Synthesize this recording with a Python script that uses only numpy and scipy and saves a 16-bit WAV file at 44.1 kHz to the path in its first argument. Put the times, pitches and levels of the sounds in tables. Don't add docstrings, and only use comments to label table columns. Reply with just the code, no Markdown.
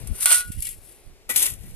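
import sys
import numpy as np
from scipy import signal
from scipy.fft import rfft, irfft
from scipy.io import wavfile
from scipy.ndimage import uniform_filter1d, map_coordinates

SR = 44100
rng = np.random.default_rng(int(sys.argv[2]) if len(sys.argv) > 2 else 0)


def to_wav(s):
    ch = np.atleast_2d(s).T
    pcm = np.round(np.clip(ch, -1, 1) * 32767)
    wavfile.write(sys.argv[1], SR, pcm.astype(np.int16))


N = 77175
T = np.arange(N) / SR
SIDE = np.array([[.5], [-.5]])
FILTER_SIZE = 2 ** 13


def undb(db):
    return 10 ** (np.asarray(db) / 20)


def unit(x):
    return x / np.sqrt(np.mean(x ** 2))


def curve(table):
    rows = np.array(table, float)
    return [np.interp(T, rows[:, 0], column) for column in rows[:, 1:].T]


def along(table, hz):
    rows = np.array(table, float)
    return np.interp(np.log(hz + 1), np.log(rows[:, 0] + 1), rows[:, 1])


def decay(age, t60):
    return 1000. 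** (-age / t60)


def convolve(x, response):
    return signal.fftconvolve(x, response, axes=1)[:, :N]


def colour(x, gain_db):
    db = gain_db(np.fft.rfftfreq(FILTER_SIZE, 1 / SR))
    cepstrum = irfft(db * np.log(10) / 20)
    cepstrum[1:FILTER_SIZE // 2] *= 2
    cepstrum[FILTER_SIZE // 2 + 1:] = 0
    return convolve(x, irfft(np.exp(rfft(cepstrum)))[None])


def shape(x, table):
    low, high = table[0][0], table[-1][0]

    def gain_db(hz):
        below = 70 * np.log10(np.maximum(low / (hz + 1), 1))
        above = 40 * (hz > high)
        return along(table, hz) - below - above

    hz = np.fft.rfftfreq(FILTER_SIZE, 1 / SR)
    return colour(x, gain_db) / np.sqrt(np.mean(undb(gain_db(hz)) ** 2))


# frequency in Hz, left minus right in dB.
PORT_COLOUR = [(200, -1.5), (700, -0.5), (1270, 2), (2340, 9.5), (4310, -1), (6500, -1), (8000, -2.5),
               (9000, -7.5), (10300, 11.5), (12000, 9.5), (14600, 11)]
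# time in seconds, lag in seconds.
PORT_LAG = [(0, 0.000086), (.5, 0.000033), (.8, 0.0000091), (1.3, .00012), (1.75, 0.000099)]
# frequency in Hz, share of the power that they do not have in common.
PORT_APART = [(200, .15), (800, .15), (2000, .3), (6000, .4), (14000, .55)]


def ports(streams):
    shared = colour(streams[:1], lambda hz: 10 * np.log10(1 - along(PORT_APART, hz)))[0]
    left, right = shared + colour(streams[1:], lambda hz: 10 * np.log10(along(PORT_APART, hz)))
    right = map_coordinates(right, [(T - curve(PORT_LAG)[0]) * SR], mode="mirror")
    return np.vstack([colour(left[None], lambda hz: along(PORT_COLOUR, hz) / 2),
                      colour(right[None], lambda hz: -along(PORT_COLOUR, hz) / 2)])


# frequency in Hz, density in dB per Hz (relative).
HUSH_COLOUR = [(120, -46.5), (200, -27), (344, -13.5), (397, -15), (833, -24), (963, -28), (2020, -29),
               (2250, -26.5), (3290, -31), (3800, -29.5), (10600, -35), (15000, -42)]
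# time in seconds, level in dB above HUSH_DB.
HUSH_LEVEL = [(0, 12.5), (.35, 4), (.55, -0.5), (.72, 1), (.82, 4.5), (1.1, 4), (1.3, 3.5), (1.75, 6)]
HUSH_DB = -61.5


def country_hush():
    air = ports(shape(rng.standard_normal((3, N)), HUSH_COLOUR))
    return undb(HUSH_DB + curve(HUSH_LEVEL)[0]) * air


BUFFET_DB, BUFFETS_PER_S = 3.5, 20


def buffeting():
    hold = int(SR / BUFFETS_PER_S)
    steps = np.repeat(rng.standard_normal(N), hold)[:N]
    return unit(uniform_filter1d(steps, hold))


# time in seconds, level in dB, left minus right in dB (held within 14 either way).
WIND_LEVEL = [(0.0, -33, 13.5), (0.048, -37, 11.5), (0.082, -33, 14), (0.12, -32, 19), (0.146, -45, -1),
              (0.198, -44, 1), (0.272, -52, -24), (0.438, -51, 0), (0.496, -34, -17), (0.53, -45, -3),
              (0.598, -35, -25), (0.628, -51.5, -17), (0.73, -45.5, -1), (0.77, -47, -7), (0.944, -55, 4),
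              (1.008, -49.5, 7), (1.038, -51, -6.5), (1.194, -53, 9.5), (1.218, -49.5, 3), (1.306, -56, -4),
              (1.33, -49.5, 9), (1.466, -52, -6), (1.516, -39, 13), (1.646, -37.5, 11.5), (1.706, -40, 7),
              (1.75, -41.5, -28)]
# frequency in Hz, density in dB per Hz (relative).
WIND_COLOUR = [(12, -12), (20, 8.5), (91, 1), (134, -5.5), (240, -13.5), (544, -44.5), (700, -37),
               (910, -70), (1540, -120)]
# centre in seconds, peak in dB, port (0 left, 1 right), length in seconds
PUFFS = [(.04, -24, 0, .009, 1), (0.1155, -19, 0, 0.013, 1), (.5035, -21.5, 1, 0.0051, -1),
         (1.525, -32, 0, 0.0078, 1)]


def wind():
    level_db, pan_db = curve(WIND_LEVEL)
    gusts = np.array([buffeting(), buffeting()])
    out = shape(rng.standard_normal((2, N)), WIND_COLOUR) * unit(undb(BUFFET_DB * gusts))
    out = out * undb(level_db + SIDE * np.clip(pan_db, -14, 14))
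    for centre, peak_db, port, length, way in PUFFS:
        u = (T - centre) / length * 4
        out[port] += way * undb(peak_db) * u * np.exp(.5 - u ** 2 / 2)
    return out


GRAIN_S, GRAIN_DB = .0004, 1.2
CLODS_PER_S, CLOD_DB, CRUNCH_S = 140, 5, .004


def grains():
    hold = int(GRAIN_S * SR)
    sizes = np.repeat(rng.exponential(1, N).clip(0, 4), hold)[:N]
    clods = (rng.random(N) < CLODS_PER_S / SR) * rng.random(N) * undb(CLOD_DB) ** 2
    crunch = signal.lfilter([1], [1, -np.exp(-1 / (CRUNCH_S * SR))], clods)
    return unit(undb(GRAIN_DB * sizes) * np.sqrt(1 + crunch)) * rng.standard_normal((3, N))


PAIR_SPLIT = .005


def modes(table, damp, weight=lambda hz: 1):
    ring, t = 0, T[:SR // 2]
    for hz, db, t60 in table:
        pair = hz * (1 + PAIR_SPLIT * (rng.random() - .5) * np.array([[0], [2]]))
        beating = np.sin(2 * np.pi * pair * t).sum(axis=0)
        ring = ring + weight(hz) * undb(db) * beating * decay(t, t60 * damp)
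    return ring[None] / np.sqrt(np.sum(ring ** 2))


# frequency in Hz, level in dB, free t60 in seconds.
BLADE_MODES = [(1152, -9, .3), (1400, -9, .08), (1453, 0, .42), (1500, -1, .14), (1650, -7, .07),
               (1960, 0, .1), (2150, -5, .08), (2270, -4, .1), (2400, -4, .07), (2540, -5, .09),
               (2745, -3, .12), (2853, -5, .14), (3095, -2, .08), (3354, -1, .14), (3550, -2, .09),
               (3860, -5, .07), (4050, -4, .12), (4194, -4, .1), (4404, -5, .1), (4613, -5, .08),
               (4980, -5, .08), (5400, -7, .07)]


def blade(x, damp, centre_hz, octaves):
    def place(hz):
        return np.exp(-(np.log2(hz / centre_hz) / octaves) ** 2 / 2)

    return convolve(x, modes(BLADE_MODES, damp, place))


# frequency in Hz, level in dB, free t60 in seconds.
SHEEN_MODES = [(6240, -10, .06), (7810, -10, .05), (8300, -7, .06), (8650, -4, .08), (8780, -3, .07),
               (8990, -4, .07), (9320, 0, .08), (10070, -4, .07), (10370, -3, .07), (10600, -5, .07),
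               (10850, -4, .07), (11700, -4, .05)]


def sheen(soil, damp):
    return convolve(soil, modes(SHEEN_MODES, damp))


# start in seconds,
# level in dB (nominal peak), share that rings the blade in dB, left minus right in dB, t60 in seconds,
# rise time constant in seconds.
KNOCKS = [(0.0714, -29, -13, 3, 0.056, 0.0014), (0.206, -18.5, -18, -4.5, 0.06, 0.0026),
          (0.2228, -16.5, -23, 10, 0.033, .002), (0.2569, -6, -4.5, -0.5, 0.04, 0.00036),
          (0.305, -9.5, -4.5, -5, 0.029, 0.0021), (0.325, -5, -15, -7.5, 0.045, 0.0022),
          (0.3446, -9, -18.5, 0, 0.033, .001), (.478, -36.5, -18, 13, .05, .004),
          (0.517, -27.5, -12.5, 0, 0.1, 0.0021), (0.6045, -25.5, -30, 12, 0.011, 0.00043),
          (0.622, -18.5, -21, -0.5, 0.057, 0.0013), (0.6522, -25.5, -8, -5, 0.075, 0.00049),
          (0.668, -22, -9.5, 1, 0.053, 0.0011), (0.6885, -29, -26, 7, 0.1, 0.00081),
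          (1.291, -15, -6, 0, 0.082, 0.0057), (1.3, -22, 4, 0, 0.039, 0.0023),
          (1.3599, -9, -20.5, 2, 0.097, 0.00054), (1.4249, -8, -36, 2.5, 0.055, 0.0018),
          (1.456, -14, -20, 6, 0.042, 0.0017), (1.465, -14, -17, 1, .02, .002),
          (1.48, -29, -25, -7, .02, 0.00056), (1.5, -29, -28, -6, 0.014, 0.00067)]
CRACK_DB, CRACK_S = 0, .003


def knocks(start, end):
    hits, ring = np.zeros((2, N)), np.zeros(N)
    for s, peak_db, share_db, pan_db, t60, rise in KNOCKS:
        if start <= s < end:
            age = np.maximum(T - s, 0)
            crack = 1 + undb(CRACK_DB) * np.exp(-age / CRACK_S)
            envelope = (1 - np.exp(-age / rise)) * decay(age, t60) * crack
            power = (undb(peak_db) / 2 * envelope) ** 2
            hits += power * undb(SIDE * pan_db) ** 2
            ring += power * undb(share_db) ** 2
    return hits, ring


def move(slide, grit, strike):
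    start, end = slide[0][0], slide[-1][0]
    damp, centre_hz, octaves, sheen_db = strike
    level_db, pan_db, share_db = curve(slide)
    on = uniform_filter1d(1. * (T >= start) * (T <= end), size=400, mode="nearest").clip(0)
    hiss = on * undb(level_db + SIDE * pan_db) ** 2 + 1e-12
    hits, hit_ring = knocks(start, end)
    ring = on * undb(level_db + share_db) ** 2 + hit_ring

    sliding = grains() * np.sqrt(hiss.mean(axis=0))
    striking = rng.standard_normal((3, N)) * np.sqrt(hits.mean(axis=0))
    soil = sliding + striking
    pan = np.sqrt((hiss + hits) / np.mean(hiss + hits, axis=0))
    steel = blade(grains() * np.sqrt(ring), damp, centre_hz, octaves)
    bright_soil = shape(soil, grit) + undb(sheen_db) * sheen(soil, damp)
    heard = ports(bright_soil) * pan + ports(steel)
    return signal.sosfilt(signal.butter(4, grit[0][0], "high", fs=SR, output="sos"), heard)


# time in seconds, level in dB, left minus right in dB, share that rings the blade in dB.
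SLIDES = [
    [(0, -52.5, 5, -4), (.068, -57, 6, -29), (.11, -56.5, 6, -5), (.165, -40.5, 3.5, -12),
     (.2, -40.5, 9, -7.5), (.232, -22, 6.5, -17.5), (.252, -32.5, -7, -13), (.265, -24, 3, -2),
     (.29, -23.5, -5, -10.5), (.308, -16, -0.5, -6), (.335, -17, -5, -8), (.36, -21.5, -1, -15.5),
     (.408, -27.5, -2, -13), (.432, -43, -1.5, -8), (.46, -50.5, 15, -7)],
    [(.46, -51, -2, -14), (.484, -44.5, -0.5, -19), (.505, -49, 0, -13), (.56, -49.5, 3.5, -8.5),
     (.618, -38, -0.5, -17), (.645, -41.5, 11, -9), (.672, -37.5, 3, -16), (.71, -40, 1.5, -10),
     (.736, -48, 2, -10.5), (.8, -59, 7, -25), (.888, -49.5, 3.5, -13), (1.1, -70.5, -5.5, -13)],
    [(1.285, -66, 3, -1), (1.302, -24.5, 1, -5.5), (1.342, -37.5, 5.5, -8), (1.356, -31.5, 8, -9),
     (1.38, -20, 1.5, -24), (1.42, -24.5, 2, -19.5), (1.446, -25.5, -0.5, -17.5), (1.466, -21, -2, -20.5),
     (1.478, -30.5, 1.5, -11), (1.504, -32, 1.5, -22.5), (1.57, -53.5, -0.5, -16), (1.66, -52.5, 4, -9.5),
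     (1.75, -56, -3, -12)],
]
# frequency in Hz, density in dB per Hz (relative).
GRIT_THROW = [(560, -24), (700, -35), (1270, -22), (3000, -18), (5000, -15), (6700, -13), (9030, -0.5),
              (11500, -4.5), (13800, -12), (15000, -54)]
GRIT_FALL = [(1600, -33), (2250, -21), (4900, -11), (6190, -18), (7500, -3.5), (11200, 3.5), (14000, -12.5),
             (15000, -52)]
GRIT_DIG = [(140, -17.5), (800, -22.5), (1670, -21), (2650, -13), (3540, -9), (4500, -15.5), (7000, -9),
            (11000, -1), (14000, -10), (15000, -55)]
# share of the free ring time, centre of the favoured modes in Hz,
# their width in octaves, level of the high modes in dB.
STRIKES = [(1, 2600, 1.3, -5), (.7, 2600, 0.4, -8), (0.45, 1960, .2, -12)]


def soil_moves():
    grits = (GRIT_THROW, GRIT_FALL, GRIT_DIG)
    return sum(move(slide, grit, strike) for slide, grit, strike in zip(SLIDES, grits, STRIKES))


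# low edge, high edge in Hz.
THUD_BAND = (150, 1100)
THUD_S, THUD_DB, THUD_T60_S, THUD_RISE_S = 1.292, -33, .1, .0032


def heap_thud():
    age = np.maximum(T - THUD_S, 0)
    band = signal.butter(2, THUD_BAND, "band", fs=SR, output="sos")
    body = unit(signal.sosfilt(band, rng.standard_normal(N)))
    return undb(THUD_DB) * body * (1 - np.exp(-age / THUD_RISE_S)) * decay(age, THUD_T60_S)


def scene():
    return country_hush() + wind() + soil_moves() + heap_thud()


def record(dry):
    rounded = 1.3 * np.tanh(dry / 1.3)
    return signal.sosfilt(signal.ellip(8, .2, 55, 14500, fs=SR, output="sos"), rounded)


dry = scene()
out = record(dry)
to_wav(out)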